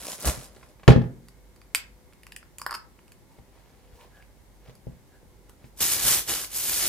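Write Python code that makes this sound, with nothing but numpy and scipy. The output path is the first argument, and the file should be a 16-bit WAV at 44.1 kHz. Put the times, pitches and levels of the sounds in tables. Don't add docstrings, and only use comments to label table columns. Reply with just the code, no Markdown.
import sys
import numpy as np
from scipy import signal
from scipy.fft import rfft, irfft
from scipy.io import wavfile

SR = 44100
rng = np.random.default_rng(int(sys.argv[2]) if len(sys.argv) > 2 else 0)


def transcribe(u):
    v = np.clip(np.atleast_2d(u).T, -1, 1)
    q = np.round(v * 32767).astype(np.int16)
    wavfile.write(sys.argv[1], SR, q)


N = 303408

PORT_LAG_US = 22.4
MODE_SPREAD_DB, MODE_DETUNE = 2.0, 0.016
BAG_PAN_DB = -1


def undb(db):
    return 10 ** (np.asarray(db) / 20)


def unit(x):
    return x / np.sqrt(np.mean(x ** 2))


def peak(x):
    return x / np.abs(x).max()


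def colour(x, points, tilt_db=0.0):
    hz = np.maximum(np.fft.rfftfreq(x.shape[-1], 1 / SR), 1)
    point_hz, point_db = np.transpose(points)
    gain_db = np.interp(np.log(hz), np.log(point_hz), point_db) + tilt_db * np.log2(hz / 4000)
    return irfft(rfft(x) * undb(gain_db), x.shape[-1])


def ports(x, pan_db=0.0, lag_us=PORT_LAG_US):
    hz = np.fft.rfftfreq(len(x), 1 / SR)
    late = irfft(rfft(x) * np.exp(-2j * np.pi * hz * lag_us * 1e-6), len(x))
    return np.array([x * undb(pan_db / 2), late * undb(-pan_db / 2)])


def add(out, start_s, x):
    i = int(start_s * SR)
    out[:, i:i + x.shape[1]] += x[:, :N - i]


def ring(modes, push, seconds):
    hz, db, t60 = np.transpose(modes)[:, :, None]
    level_chance, pitch_chance = rng.standard_normal((2, len(modes), 1))
    t = np.arange(int(seconds * SR)) / SR
    decay = undb(db + MODE_SPREAD_DB * level_chance - 60 * t / np.maximum(t60, 0.004))
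    free = decay * np.sin(2 * np.pi * hz * (1 + MODE_DETUNE * pitch_chance) * t)
    return peak(signal.fftconvolve(free.sum(0), push)[:len(t)])


def chatter(rise_ms, fall_ms, seconds, points=((100, 0), (200, 0))):
    ms = np.arange(int(seconds * SR)) * 1000 / SR
    noise = colour(rng.standard_normal(len(ms)), points)
    return noise * (1 - np.exp(-ms / rise_ms)) * np.exp(-ms / fall_ms)


def crackle(curve, points, rate, spread_db, shiver_ms, pan_db):
    s, db, brightness = np.transpose(curve)
    t = s[0] + np.arange(int((s[-1] - s[0]) * SR)) / SR
    share = np.clip(np.interp(t, s, brightness), 0, 1)
    sheet = 0
    for hz, lag_us in ((900, 11.0), (3000, 39.0), (6000, 21.0), (6000, 86.0), (11000, 33.0)):
        happens = rng.random(len(t)) < rate / SR
        strength = rng.standard_normal(len(t)) * undb(spread_db * rng.exponential(size=len(t)))
        envelope = signal.lfilter([1], [1, -np.exp(-1000 / (shiver_ms * SR))], np.abs(happens * strength))
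        shiver = rng.standard_normal(len(t)) * envelope
        crease = colour(unit(shiver), [(hz / 4, -9), (hz, 0), (hz * 4, -9)])
        sheet = sheet + ports(crease, pan_db, lag_us)
    dull = unit(colour(sheet, points, -4.0))
    bright = unit(colour(sheet, points, 4.0))
    mixed = unit(dull * (1 - share) + bright * share)
    out = np.zeros((2, N))
    add(out, max(s[0], 0), mixed * undb(np.interp(t, s, db)))
    return out


def thumps():
    # cabinet_db, board_db, crack_db
    blows = [(0.186, -51, 0, 13.5, 12.5), (0.245, -32, 0, -12, 5), (0.261, -21.5, 4.5, -7, -14),
             (0.276, -25.5, 11, 6, -11.5), (0.374, -28.5, -11, -18, -9), (0.565, -46.5, -4, 4, 3.5),
             (0.629, -49, 1, -10, 9.5), (0.796, -54.5, 0, -11, 7), (0.832, -47.5, -9, -6.5, 10.5),
             (0.878, 4, -27, -13.5, -8.5), (0.886, -2.5, 1, 8, -14), (0.902, -2.5, -17, -6.5, -9),
             (0.92, -13.5, -14.5, 2, -3), (0.961, -2.5, -28, -15, -27), (0.984, -12.5, -16, -17, -35.5),
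             (1.017, -24.5, -13.5, 2.5, -12.5), (1.04, -27, -11, -3.5, -17), (3.386, -39.5, -1, -6, -13.5),
             (3.924, -47, 8, -12, -13.5), (4.41, -50.5, 6, -10, -19), (4.685, -36, -18, -22.5, -20.5),
             (4.869, -24, -7.5, -7.5, -43), (4.92, -41, 3, -15, -17.5), (5.23, -44, -4, -1, -24),
             (5.35, -56, 8, -11, -14.5), (5.494, -47, -14, -0.5, -10.5), (5.642, -37.5, -15.5, -6, -7.5),
             (6.04, -29, -2, -8, -6.5), (6.291, -43, 5, -6, 4)]
    # pitch_hz, level_db, t60_s
    cabinet = [(55, -4, .07), (68, 0, .075)]
    slab = [(135, 2, 0.1), (171, -2.5, 0.085), (233.6, -6.5, 0.15), (292, -17, 0.13), (354, -13.5, 0.118)]
    board = [(440.6, -2.5, 0.026), (536, 1.5, 0.036), (648, -2.5, 0.036), (815.8, -4.5, 0.077),
             (940, -24.5, .04), (1300, -9.5, 0.032)]
    # pitch_hz, gain_db
    crack_colour = [(400, -2.5), (1300, -3), (2400, -6.5), (4000, -13.5), (8000, -28.5), (14000, -36.5)]
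    contact_ms, pan_db = 1.4, -0.3
    slab_pan_spread_db = 4.0
    slab_lag_us = 1384
    out = np.zeros((2, N))
    span = contact_ms * SR / 1000
    push = np.sin(np.pi * np.minimum((np.arange(int(span) + 1) + 0.5) / span, 1))
    heave = np.hanning(int(0.007 * SR))
    for start_s, db, cabinet_db, board_db, crack_db in blows:
        direct = undb(cabinet_db) * ring(cabinet, heave, 0.3)
        direct = direct + undb(board_db) * ring(board, push, 0.3)
        direct = direct + undb(crack_db) * peak(chatter(0.4, 6.6, 0.3, crack_colour))
        slab_pan_db = pan_db + slab_pan_spread_db * rng.standard_normal()
        shaken = ports(ring(slab, push, 0.3), slab_pan_db, slab_lag_us)
        add(out, start_s, undb(db) * (ports(direct, pan_db) + shaken))
    return out


def clinks():
    # jar_wall_db, rim_db, edge_tick_db
    hits = [(1.2845, -49, -1, 3, 8), (1.561, -54.5, -3, -2, 6), (1.6153, -46.5, -4, -4, -4.5),
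            (1.7477, -9, -22, -12, 1.5), (1.755, -27, -10, -2, 14), (1.7582, -36, -18, 14.5, -0.5),
            (2.1248, -53.5, -2, -14.5, -10), (2.1333, -51.5, -4, -5, 1), (2.233, -42, -16, -10, -2.5),
            (2.267, -37, -6, -10, -2), (2.3209, -34, -14, -7, -2.5), (2.363, -30.5, -18.5, -9, 2),
            (2.428, -49, 5.5, -6.5, -15), (2.584, -38, -12, -7, 12), (2.5965, -51, 8.5, 10, 3.5),
            (2.616, -37.5, 10.5, 8, 9), (2.6638, -36, 20.5, 6.5, 11.5), (2.6944, -53, 22, -5, 2),
            (2.709, -43, 19.5, 14.5, 12), (2.7178, -38.5, 14, -2, -7), (2.7264, -38, 13, 5.5, 0.5),
            (2.9899, -46.5, -4, -22.5, -17.5), (3.0798, -51.5, -10.5, -6, 2.5),
            (3.1194, -43.5, -20, -8.5, 1.5), (4.2237, -47, -17.5, -15, -11.5),
            (4.7528, -59.5, 4, 7.5, 13.5), (5.4948, -52, 1, -5, 9)]
    # (low_hz, high_hz)
    blade = ([(1980, -2, .012), (2240, 0, .015), (2730, -2, .015), (3050, -3, .012)], (1750, 3100))
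    jar_wall = ([(620, -4, .02), (1000, -6, .015), (1140, -1, .025), (1320, 0, .025), (1490, -2, .045)],
                 (900, 1600))
    rim = ([(4720, 0, .025), (5050, -6, .012)], (4350, 5300))
    edge = ([(7900, -5, .006), (9500, 0, .016), (12500, -2, .012)], (6500, 13500))
    rise_ms, contact_ms, pan_db = 0.79, 0.9, -1.5
    out = np.zeros((2, N))
    thin = signal.butter(2, 380, "high", fs=SR, output="sos")
    for start_s, db, wall_db, rim_db, edge_db in hits + scrape():
        blow = 0
        for (modes, band), part_db in ((blade, 0), (jar_wall, wall_db), (rim, rim_db), (edge, edge_db)):
            push = chatter(rise_ms, contact_ms, 0.08)
            band_filter = signal.butter(3, band, "band", fs=SR, output="sos")
            crack = peak(signal.sosfilt(band_filter, push))
            tone = ring(modes, np.hanning(9) * push[20:29], 0.08)
            blow = blow + undb(db + part_db) * peak(crack + 0.55 * tone)
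        add(out, start_s, ports(signal.sosfilt(thin, blow), pan_db))
    return out


def scrape():
    slips, start_s, end_s, quicken = 7, 2.7387, 2.7556, 0.85
    first_db, last_db = -35, -40
    parts_db = (8, 5, 4)
    along = np.linspace(0, 1, slips)
    time_chance, level_chance = rng.standard_normal((slips, 2)).T
    s = start_s + (end_s - start_s) * along ** quicken + 0.0008 * time_chance
    db = first_db + (last_db - first_db) * along + 2.1 * level_chance
    return [(slip_s, slip_db, *parts_db) for slip_s, slip_db in zip(s, db)]


def bread_bag():
    # time_s, level_db, brightness (0-1)
    crumpling = [(0.0, -43.5, 0.74), (0.118, -35.5, 0.75), (0.174, -51, 1), (0.246, -35, 0.6),
                 (0.268, -23, 0.61), (0.362, -45, 0.7), (0.442, -47, 0.8), (0.504, -59.5, 0.33),
                 (0.72, -60, 0.36)]
    # pitch_hz, gain_db
    sheet_colour = [(88, -45), (150, -6), (439, -5.5), (612, -0.5), (871, -11.5), (979, -7), (1190, -8),
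                    (2650, -15.5), (11300, -20), (16000, -33)]
    return crackle(crumpling, sheet_colour, 700, 2.7, 0.6, BAG_PAN_DB)


def pops():
    # start_s, peak_db, pitch_hz
    creases = [(0.0568, -33.5, 8800), (0.0842, -34, 5190), (0.2004, -29, 12100), (0.2059, -33, 7100),
               (0.2252, -23, 9400), (0.2577, -12, 12700), (0.2583, -21, 6370), (0.5631, -43, 4710)]
    out = np.zeros((2, N))
    for start_s, db, hz in creases:
        tick = peak(chatter(0.2, 0.693, 0.02, [(hz / 3, -20), (hz, 0), (hz * 2, -12)]))
        add(out, start_s, ports(undb(db) * tick, BAG_PAN_DB))
    return out


def foil():
    # time_s, level_db, brightness (0-1)
    crumpling = [(5.755, -78, 0.45), (5.775, -50, 0.63), (5.801, -35.5, 0.42), (5.807, -22.5, 0.48),
                 (5.907, -26.5, 0.59), (5.919, -22.5, 0.54), (5.987, -29.5, 0.39), (6.083, -19.5, 0.46),
                 (6.133, -21, 0.5), (6.189, -27, 0.46), (6.255, -48, 0.6), (6.293, -25, 0.21),
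                 (6.331, -27.5, 0.28), (6.443, -35, 0.41), (6.49, -52, 0.45), (6.518, -41, 0.46),
                 (6.56, -29.5, 0.69), (6.744, -27, 0.61), (6.88, -26.5, 0.34)]
    # pitch_hz, gain_db
    sheet_colour = [(24, -47.5), (40, -13), (130, -8.5), (277, -9.5), (357, -4), (385, -5.5), (905, -5),
                    (976, -4), (1160, -3), (2020, 2), (12100, 9.5), (15100, 9.5), (16300, -47)]
    return crackle(crumpling, sheet_colour, 2000, 1.4, 0.8, -0.8)


def spreading():
    # pitch_hz, gain_db
    rub_colour = [(200, -26), (500, 8.5), (1000, -1.5), (1650, -3.5), (2500, -6.5), (5000, -16.5),
                  (10000, -35), (16000, -30)]
    return crackle(strokes(), rub_colour, 500, 2.3, 0.973, -1.11)


def strokes():
    # loudest_s, level_db, swell_s and fade_s (time for 20 dB; below 0.005 acts as 0.005)
    knife_strokes = [(3.336, -66.5, 0.09, -0.3), (3.394, -63, .08, -0.2), (3.55, -63, .04, 0.3),
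                     (3.748, -65, 0.62, 0.5), (4.032, -55.5, 0.19, 0.08), (4.19, -61.5, .25, 0.1),
                     (4.374, -67.5, 0.048, -0.3), (4.7, -52.5, .1, .05), (4.87, -65.5, .02, .22),
                     (5.162, -66, .22, -0.2), (5.23, -64.5, .02, -0.4), (5.5, -54.5, 0.025, -0.08),
                     (5.648, -58.5, .08, 0)]
    brightness = 0.44
    s, db, swell, fade = np.transpose(knife_strokes)[:, :, None]
    t = np.arange(s.min() - 0.2, s.max() + 0.2, 0.002)
    before = (s - t) / np.maximum(swell, 0.005)
    after = (t - s) / np.maximum(fade, 0.005)
    each_db = db - 20 * np.where(t < s, before, after)
    level_db = 10 * np.log10(np.sum(undb(2 * each_db), axis=0))
    return np.transpose([t, level_db, brightness + 0 * t])


def squeaks():
    # loudest_s, half_length_s, pitch_hz, level_db (RMS before the swell and fade)
    tones = [(3.329, 0.054, 955, -64.5), (3.96, .04, 515, -58.5), (4.015, 0.059, 1006, -56),
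             (4.178, 0.0954, 1682, -62.5), (4.233, 0.027, 2705, -70), (5.147, 0.062, 1680, -66.5),
             (5.513, .04, 1391, -64.5), (5.664, 0.0455, 414, -61)]
    out = np.zeros((2, N))
    for loudest_s, half_s, hz, db in tones:
        count = int(2 * half_s * SR)
        noise = rng.standard_normal(count)
        tone = unit(colour(noise, [(hz * 0.6, -30), (hz, 0), (hz * 1.2, -30)]))
        add(out, loudest_s - half_s, ports(undb(db) * tone * np.hanning(count), -1.45))
    return out


def room(x):
    # centre_hz, t60_s, level_db
    bands = [(59.4, .45, -14), (250, .46, -8), (990.8, .36, -4.5), (3300, .25, -4.5), (9970, 0.13, -3)]
    t = np.arange(int(0.7 * SR)) / SR
    tail = 0
    for hz, t60, db in bands:
        shared, own = rng.standard_normal(len(t)), rng.standard_normal((2, len(t)))
        alike = np.clip(220 / hz, 0, 0.9)
        echoes = alike * shared + np.sqrt(1 - alike ** 2) * own
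        band = colour(echoes, [(hz / 4, -30), (hz / 2, -3), (hz, 0), (hz * 2, -3), (hz * 4, -30)])
        fall = undb(-60 * t / t60) * np.clip(t / 0.0037, 0, 1)
        tail = tail + undb(db) * band * fall / np.sqrt(np.sum(fall ** 2))
    return signal.fftconvolve(x[:1], tail, axes=1)[:, :N]


def drone():
    # pitch_hz, gain_db
    drone_colour = [(12, -34), (20, -9), (58, -1.5), (304, -11.5), (402, -10.5), (450, -17.5), (504, -14),
                    (667, -19), (933, -18), (1240, -26), (2170, -25.5), (2420, -31), (11700, -33.5),
                    (15000, -36), (16300, -53.5)]
    # pitch_hz, width_hz, level_db (right port)
    hum = [(50.5, 18.6, -58.5), (501, 13, -72.5), (2174, 26, -81.5)]
    drone_db = -55.5
    mid, side = rng.standard_normal((2, N))
    side = colour(side, [(60, 2.5), (300, -8.5), (3000, -0.5)])
    pair = np.array([1.01 * (mid + side), mid - side])
    out = unit(colour(pair, drone_colour)) * undb(drone_db)
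    for hz, width, db in hum:
        noise = rng.standard_normal(N)
        tone = unit(colour(noise, [(hz - width, -60), (hz, 0), (hz + width, -60)]))
        out = out + undb(db + np.array([[-1.5], [0]])) * tone
    return out


def scene():
    bag = pops() + bread_bag()
    spread = squeaks() + spreading()
    near = thumps() + clinks() + bag + foil() + spread
    return near + room(near) + drone()


def record(dry):
    top_hz = 16200
    bass_cut = signal.butter(2, 40, "high", fs=SR, output="sos")
    top_cut = signal.ellip(8, 0.2, 70, top_hz, fs=SR, output="sos")
    mic = signal.sosfilt(bass_cut, dry)
    return signal.sosfilt(top_cut, np.clip(mic, -0.98, 0.98))


dry = scene()
out = record(dry)
transcribe(out)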